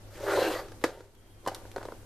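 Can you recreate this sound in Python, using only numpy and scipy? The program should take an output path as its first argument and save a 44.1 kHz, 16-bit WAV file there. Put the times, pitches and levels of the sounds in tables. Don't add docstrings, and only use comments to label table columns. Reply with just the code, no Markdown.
import sys
import numpy as np
from scipy import signal
from scipy.io import wavfile
from scipy.ndimage import uniform_filter1d

SR = 44100
rng = np.random.default_rng(int(sys.argv[2]) if len(sys.argv) > 2 else 0)


def store_wav(level_fs):
    pcm = np.round(np.clip(np.atleast_2d(level_fs), -1, 1) * 32767)
    wavfile.write(sys.argv[1], SR, pcm.T.astype(np.int16))


def voltage_ratio(decibels):
    exponent = np.asarray(decibels, float) / 20
    return 10 ** exponent


N = 90404

# (frequency [Hz], level [dB], t60 [s])
BOARD = [(250, -41, 0.024), (321.8, -2, 0.077), (400.3, -2, 0.061), (500, -2.5, 0.057), (562.3, 2, 0.035),
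         (656, -3.5, 0.045), (760, -2, 0.045), (906.7, -1.5, 0.05), (1014, -5, 0.049), (1194, -10, 0.051),
         (1382, -15, 0.071), (1558, 3.5, 0.0069), (1942, -21, 0.056), (2460, -60, 0.0073)]
# (frequency [Hz], correlation [-1 to 1])
LIKENESS = [(700, 1), (1600, 1), (3000, 1), (5000, 0.84), (9000, 0.25), (15000, 0.67)]
RIBS_FROM_S = 1.6


def rms_one(x):
    return x / np.sqrt(np.mean(x ** 2) + 1e-20)


def in_time(rows):
    s, *columns = np.transpose(rows)
    return [np.interp(np.arange(N) / SR, s, column) for column in columns]


def at_hz(points, hz):
    return np.interp(np.log(hz), np.log(np.array(points)[:, 0]), np.array(points)[:, 1])


def high_pass(x, hz, order=2):
    return signal.sosfilt(signal.butter(order, hz, "high", fs=SR, output="sos"), x)


def top_cut(x):
    return signal.sosfilt(signal.ellip(8, 1, 40, 14200, fs=SR, output="sos"), x)


def drift(rate):
    r = np.exp(-80 * np.pi * rate / SR)
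    white = rng.standard_normal(N // 40 + 2002)
    slow = signal.lfilter([1], [1, -2 * r, r * r], white)[2000:]
    return np.interp(np.arange(N) / 40, np.arange(len(slow)), rms_one(slow - slow.mean()))


def ring(x, hz, t60):
    r, w = voltage_ratio(-60 / (t60 * SR)), 2 * np.pi * hz / SR
    return signal.lfilter([0, np.sin(w)], [1, -2 * r * np.cos(w), r * r], x + 1e-18)


def narrow(hz, width):
    t60 = np.log(1000) / np.pi / width
    once = ring(rng.standard_normal(N + SR), hz, t60)
    return rms_one(ring(once, hz, t60)[SR:])


def banded(spectrum, likeness, patchy_db):
    octaves = np.log2(spectrum[-1][0] / spectrum[0][0])
    edges = spectrum[0][0] * 2 ** np.arange(0, octaves + .5, .5)
    white = rng.standard_normal((2, 2, N))
    out = 0
    for k, (low, high) in enumerate(zip(edges, edges[1:])):
        band = signal.butter(2, [low, min(high, SR * .45)], "band", fs=SR, output="sos")
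        mid, side = signal.sosfilt(band, white[k % 2])
        hz = np.sqrt(low * high)
        alike = np.clip(at_hz(likeness, hz), -1, 1)
        gain = voltage_ratio(at_hz(spectrum, hz) + patchy_db * drift(17.0))
        out = out + gain * (np.sqrt(1 + alike) * mid + np.sqrt(1 - alike) * side * [[1], [-1]])
    return rms_one(out)


def bursts(rows, attack_ms):
    t_ms = np.arange(N) / SR * 1000
    out = np.zeros(N)
    for s, db, ms in rows:
        age = np.maximum(t_ms - s * 1000, 0)
        out += voltage_ratio(db) * (1 - np.exp(-age / attack_ms)) * np.exp(-age / max(ms, .3))
    return out


def background():
    # (frequency [Hz], level [dB per Hz])
    air_spectrum = [(12, -12), (40, -5.5), (150, -16), (340, -14), (600, -22), (1900, -30), (4000, -33),
                    (15000, -36)]
    # (frequency [Hz], correlation [-1 to 1])
    air_likeness = [(30, 0.99), (150, 0.81), (400, 0.92), (940, 0.43), (3750, -0.092), (14900, -0.16)]
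    # (frequency [Hz], waver rate [per s], level [dB])
    hum_lines = [(33, 3.2, -64), (63.2, 9.2, -68.5), (13.29, 2.7, -58)]
    # (time [s], gain [dB])
    agc = [
        (0, 1.5),
        (0.3, 4.5),
        (0.82, 3),
        (0.9, 0.5),
        (1.1, -5.5),
        (1.4, -1),
        (1.6, 4),
        (2.05, 2),
    ]
    air_db, waver_db = -55, 1.3
    drone_hz, drone_db, drone_waver = 101.2, -54.5, 1.8
    throb_share, throb_per_s, throb_peak_s = 0.37, 6.25, .08
    whine_hz, whine_db, whine_from_s, whine_to_s = 3220, -76.5, 1.14, 1.47
    t = np.arange(N) / SR
    ear_phase = np.array([[.22], [-.22]])
    air = top_cut(banded(air_spectrum, air_likeness, patchy_db=1.36)) * voltage_ratio(air_db)
    hum = 0
    for hz, rate, db in hum_lines:
        level = voltage_ratio(db + 2.5 + waver_db * drift(rate))
        hum = hum + level * np.sin(2 * np.pi * hz * t + 1.5 * drift(rate) + ear_phase)
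    throb = 1 + throb_share * np.cos(2 * np.pi * throb_per_s * (t - throb_peak_s))
    drone = np.sin(2 * np.pi * drone_hz * t + 0.37 * drift(drone_waver) + ear_phase)
    hum = hum + voltage_ratio(drone_db + waver_db * drift(drone_waver)) * throb * drone
    whine = narrow(whine_hz, 110)
    whine = whine / np.sqrt(uniform_filter1d(whine ** 2, size=SR // 20))
    fade = np.clip(np.minimum(t - whine_from_s, whine_to_s - t) / 0.03, 0, 1)
    return voltage_ratio(in_time(agc)[0]) * (air + hum * voltage_ratio([[.5], [-.5]])) + voltage_ratio(whine_db) * whine * fade


def ticks():
    # (time [s], peak [dB], length [ms], ring [Hz], ring t60 [s])
    contacts = [
        (0.814, -51, 13, 4430, 0.015),
        (1.15, -55, 2.7, 3460, 0.0098),
        (1.452, -50, 3.8, 3430, .02),
        (1.4665, -52, 1.9, 9000, .01),
        (1.4757, -26.5, 4.3, 3040, 0.032),
        (1.547, -35, 1.7, 3800, 0.016),
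        (1.5501, -32, 1.2, 5780, 0.036),
        (1.7157, -42.5, 2.2, 4330, 0.022),
        (1.832, -50, 1.7, 4300, .02),
    ]
    # (time [s], peak [dB], length [ms])
    snaps = [
        (1.5468, -30.5, 1.2),
        (1.7155, -44, 1.2),
    ]
    # (frequency [Hz], level [dB per Hz])
    tick_spectrum = [(710, -26), (1200, 4.5), (3030, -7.5), (3710, 4.5), (4840, -1.5), (5930, -8),
                     (13500, -8), (15300, -38)]
    noise = banded(tick_spectrum, LIKENESS, patchy_db=2)
    out = bursts(snaps, attack_ms=.1) * noise
    for s, db, ms, hz, t60 in contacts:
        click = bursts([(s, db - 5.0, ms)], attack_ms=0.18)
        tail = bursts([(s, db - 18.5, 18)], attack_ms=0.91)
        burst = (click + tail) * noise
        out = out + burst + voltage_ratio(-28) * ring(burst.mean(axis=0), hz, t60)
    return out


def struck_modes(blows):
    favour_db_per_oct, modes_db = 1.5, -15
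    out = np.zeros(N + SR)
    luck = rng.random((len(blows), len(BOARD), 3))
    for k, (hz, level_db, t60) in enumerate(BOARD):
        push = np.zeros(N + SR)
        for (s, db, _, best_hz, ms), (u, late, flip) in zip(blows, luck[:, k]):
            off_pitch_db = favour_db_per_oct * abs(np.log2(hz / best_hz))
            db_here = db + .5 * level_db - off_pitch_db + 5 * u + modes_db
            push[int((s + abs(ms) * late / 1000) * SR)] += voltage_ratio(db_here) * np.sign(flip - .5)
        out += ring(push, hz, t60 * 0.38) + voltage_ratio(-13) * ring(push, hz * 1.03, t60 * 2.0)
    return out


def knocks():
    # (time [s], peak [dB], crack re peak [dB], favoured pitch [Hz], spread of arrival [ms])
    blows = [(0.683, -39.5, -8, 392, 1.7), (0.719, -36, -12, 468, 2.3), (0.8389, -11, -10.5, 478, 1.53),
             (0.8397, -17.5, -30, 290, 1.22), (0.84, -16, -21.5, 1042, 2.3), (0.843, -18, -15, 498, 2.24),
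             (0.894, -34.5, -38, 530, 2.15), (1.006, -38, -13, 500, 2.86), (1.4623, -24, -16.5, 1014, 0.95),
             (1.4719, -19, -24, 529, 1.2), (1.4727, -22.5, -35, 936, 1.03), (1.483, -23, -15, 794, 2.7),
             (1.496, -37, -33, 784, 2.4), (1.516, -30.5, -33, 760, 4.1), (1.653, -36.5, -35, 568, 2.33),
             (1.7615, -27.5, -12, 710, 1.03), (1.7663, -24.5, -40, 420, 1.45),
             (1.781, -26.5, -23, 468, 1.07), (1.811, -34.5, -33, 925, 1.46), (1.815, -36, -37, 416, 1.34),
             (1.828, -32, -14.5, 690, 2), (1.834, -38.5, -32, 856, 1.35), (1.853, -28.5, -17, 518, 2),
             (1.886, -28, -29, 538, 1.89), (1.9204, -27.5, -23, 450, 1.31)]
    # (frequency [Hz], level [dB per Hz])
    crack_spectrum = [(880, -37), (1500, 2.5), (2700, -12.5), (3640, -5.5), (13200, -22), (14400, -30),
                      (15000, -62)]
    thud_db, thud_t60_s, rib_damping = -3, 0.044, 0.56
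    rap_hz, rap_db, rap_t60_s = 1504, -13, 0.017
    contact_ms, blow_cut_hz = 0.039, 164
    out = struck_modes(blows)
    age = np.arange(SR // 5) / SR
    for s, db, _, best_hz, _ in blows:
        on_ribs = s > RIBS_FROM_S
        t60 = thud_t60_s * (rib_damping if on_ribs else 1)
        onset = 1 - np.exp(-age / 0.00049)
        thud = voltage_ratio(db + thud_db - 60 * age / t60) * np.sin(2 * np.pi * best_hz * age) * onset
        rap = voltage_ratio(db + rap_db - 60 * age / rap_t60_s) * np.sin(2 * np.pi * rap_hz * age)
        out[int(s * SR):][:len(age)] += on_ribs * rap - thud
    soft = np.hanning(int(2 * contact_ms / 1000 * SR) + 3)
    body = high_pass(np.convolve(out, soft / soft.sum())[:N], blow_cut_hz)
    cracks = [(s, db + rel_db, 2.8) for s, db, rel_db, _, _ in blows]
    tails = [(s, db - 16.5, 22) for s, db, _ in cracks]
    crack = bursts(cracks, attack_ms=0.34) + bursts(tails, attack_ms=1.2)
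    return body + crack * banded(crack_spectrum, LIKENESS, patchy_db=0.5)


def skips():
    # (time [s], change [dB], half length [ms])
    jumps = [
        (0.207, 5, 4.6),
        (0.27, 4, 4.1),
        (0.285, 4.5, 4.3),
        (0.406, -14, 4.7),
        (0.415, -9, 2.3),
        (0.426, 4.5, 6),
        (0.436, -17, 4.2),
    ]
    t = np.arange(N) / SR
    return voltage_ratio(sum(db * np.exp(-((t - s) * 1000 / ms) ** 2) for s, db, ms in jumps))


def hollow():
    tone = narrow(533, 74)
    tone = tone / np.sqrt(uniform_filter1d(tone ** 2, size=SR // 60))
    peak_s, half_s = 0.402, 0.078
    swell = np.exp(-((np.arange(N) / SR - peak_s) / half_s) ** 2)
    return voltage_ratio(-26) * skips() * tone * swell


def board_under_slips(best_hz, lift_db):
    slips_per_s, slip_spread_db, lump_db = 3000, 2.5, 3
    even_s, even_share = .04, .6
    sizes = voltage_ratio(slip_spread_db * np.minimum(rng.exponential(1, N), 4)) * rng.choice([-1, 1], N)
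    slips = sizes * (rng.random(N) < slips_per_s / SR) * voltage_ratio(lump_db * drift(73))
    body = 0
    for k, (hz, db, t60) in enumerate(BOARD):
        off_pitch_db = 9.2 * abs(np.log2(hz / best_hz))
        gain = voltage_ratio(db + 1.42 * drift(1.8) - off_pitch_db + lift_db * (hz > 1100))
        body = body + gain * ring(slips, hz, t60) * (-1) ** k
    body = high_pass(body, 190)
    power = uniform_filter1d(body ** 2 + 1e-12, size=int(even_s * SR))
    return rms_one(body / power ** (even_share / 2))


def tip_hiss():
    # (frequency [Hz], level [dB per Hz])
    hiss_spectrum = [(880, -75), (1500, 1.5), (2100, -6.5), (2700, -7.5), (4250, -10.5), (6300, -14),
                     (12000, -19), (14300, -32), (15000, -62)]
    # (frequency [Hz], width [Hz], level re hiss [dB], loudest at [s], half length [s])
    squeaks = [(1435, 250, 5.5, 0.313, 0.041), (1635, 180, 0.5, 0.452, 0.041), (1970, 230, -2, 0.334, .03),
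               (1950, 150, -1, 0.573, 0.042), (1190, 250, -3, 0.564, 0.067), (2740, 270, -4.5, 0.46, 0.052),
               (4130, 340, -8.5, 0.413, 0.12), (4600, 220, -8, 0.59, 0.046), (12000, 400, -17, 0.18, 0.21),
               (11850, 550, -16, 0.54, 0.2)]
    t = np.arange(N) / SR
    hiss = banded(hiss_spectrum, LIKENESS, patchy_db=1.6)
    for hz, width, db, s, half in squeaks:
        hiss = hiss + voltage_ratio(db) * np.exp(-((t - s) / half) ** 2) * narrow(hz, width)
    return top_cut(hiss * voltage_ratio(.9 * drift(53)))


def drag():
    # (time [s], level [dB], brightness [dB], favoured pitch [Hz], lift of the upper modes [dB])
    stroke = [
        (0.1, -68, 10, 516, 0),
        (0.195, -49.5, -9, 510, -13),
        (0.21, -42, -13.5, 490, 3),
        (0.302, -30.5, -15, 470, 14.5),
        (0.392, -25, -16, 510, -0.5),
        (0.499, -31, -13, 417, -4),
        (0.594, -39.5, -11.5, 660, 10.5),
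        (0.637, -48.5, -13.5, 413, 5),
        (0.8, -63, -28, 415, 16),
    ]
    # (time [s], level [dB], favoured pitch [Hz])
    creeping = [
        (0.8, -61.5, 400),
        (0.86, -40, 500),
        (1.0, -55, 500),
        (1.12, -67, 398),
        (1.4, -69, 345),
        (1.5, -46, 760),
        (1.6, -54, 710),
        (1.72, -61.5, 600),
        (1.8, -48.5, 500),
        (2.05, -62.5, 460),
    ]
    t = np.arange(N) / SR
    start_s, end_s = stroke[0][0], stroke[-1][0]
    level_db, bright_db, best_hz, lift_db = in_time(stroke)
    creep_db, creep_hz = in_time(creeping)
    best_hz = np.where(t < end_s, best_hz, creep_hz)
    lift_db = np.where(t < end_s, lift_db, 2)
    on = np.clip(np.minimum(t - start_s, end_s - t) / 0.071, 0, 1)
    creep = voltage_ratio(creep_db)
    body_gain = on * skips() * voltage_ratio(level_db) + creep
    hiss_gain = on * voltage_ratio(level_db + bright_db + 5.0) + creep * voltage_ratio(-9.5)
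    return body_gain * board_under_slips(best_hz, lift_db) + hiss_gain * tip_hiss()


def room(x):
    t60_s, wall_cut_hz = 0.078, 14000
    out, dull = np.zeros((2, N)), np.exp(-2 * np.pi * wall_cut_hz / SR)
    lags = (rng.uniform(.008, .03, 12) * SR).astype(int)
    for k, lag in enumerate(lags):
        loop, gain, state = x.copy(), voltage_ratio(-60 * lag / SR / t60_s), [0.]
        for i in range(lag, N, lag):
            back, state = signal.lfilter([gain * (1 - dull)], [1, -dull], loop[i - lag:i], zi=state)
            loop[i:i + lag] += back[:N - i]
        out[k % 2] += (loop - x) * (-1) ** (k // 2)
    side = high_pass(out[0] - out[1], 2500)
    return (out[0] + out[1] + side * np.array([[1], [-1]])) / 2


def scene():
    desk = drag() + knocks() + ticks()
    return desk + voltage_ratio(-5.5) * room(desk.mean(axis=0)) + background() + hollow()


def low_pass(x):
    return signal.sosfilt(signal.butter(12, 15460, fs=SR, output="sos"), x)


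def record(dry):
    top = high_pass(dry, 6000, order=1)
    saturated = .33 * np.tanh(dry / 0.32)
    ports = saturated + .09 * top * np.array([[1], [-1]])
    mix = signal.sosfilt(signal.cheby2(12, 70, 15250, fs=SR, output="sos"), ports)
    return low_pass(mix)


dry = scene()
out = record(dry)
store_wav(out)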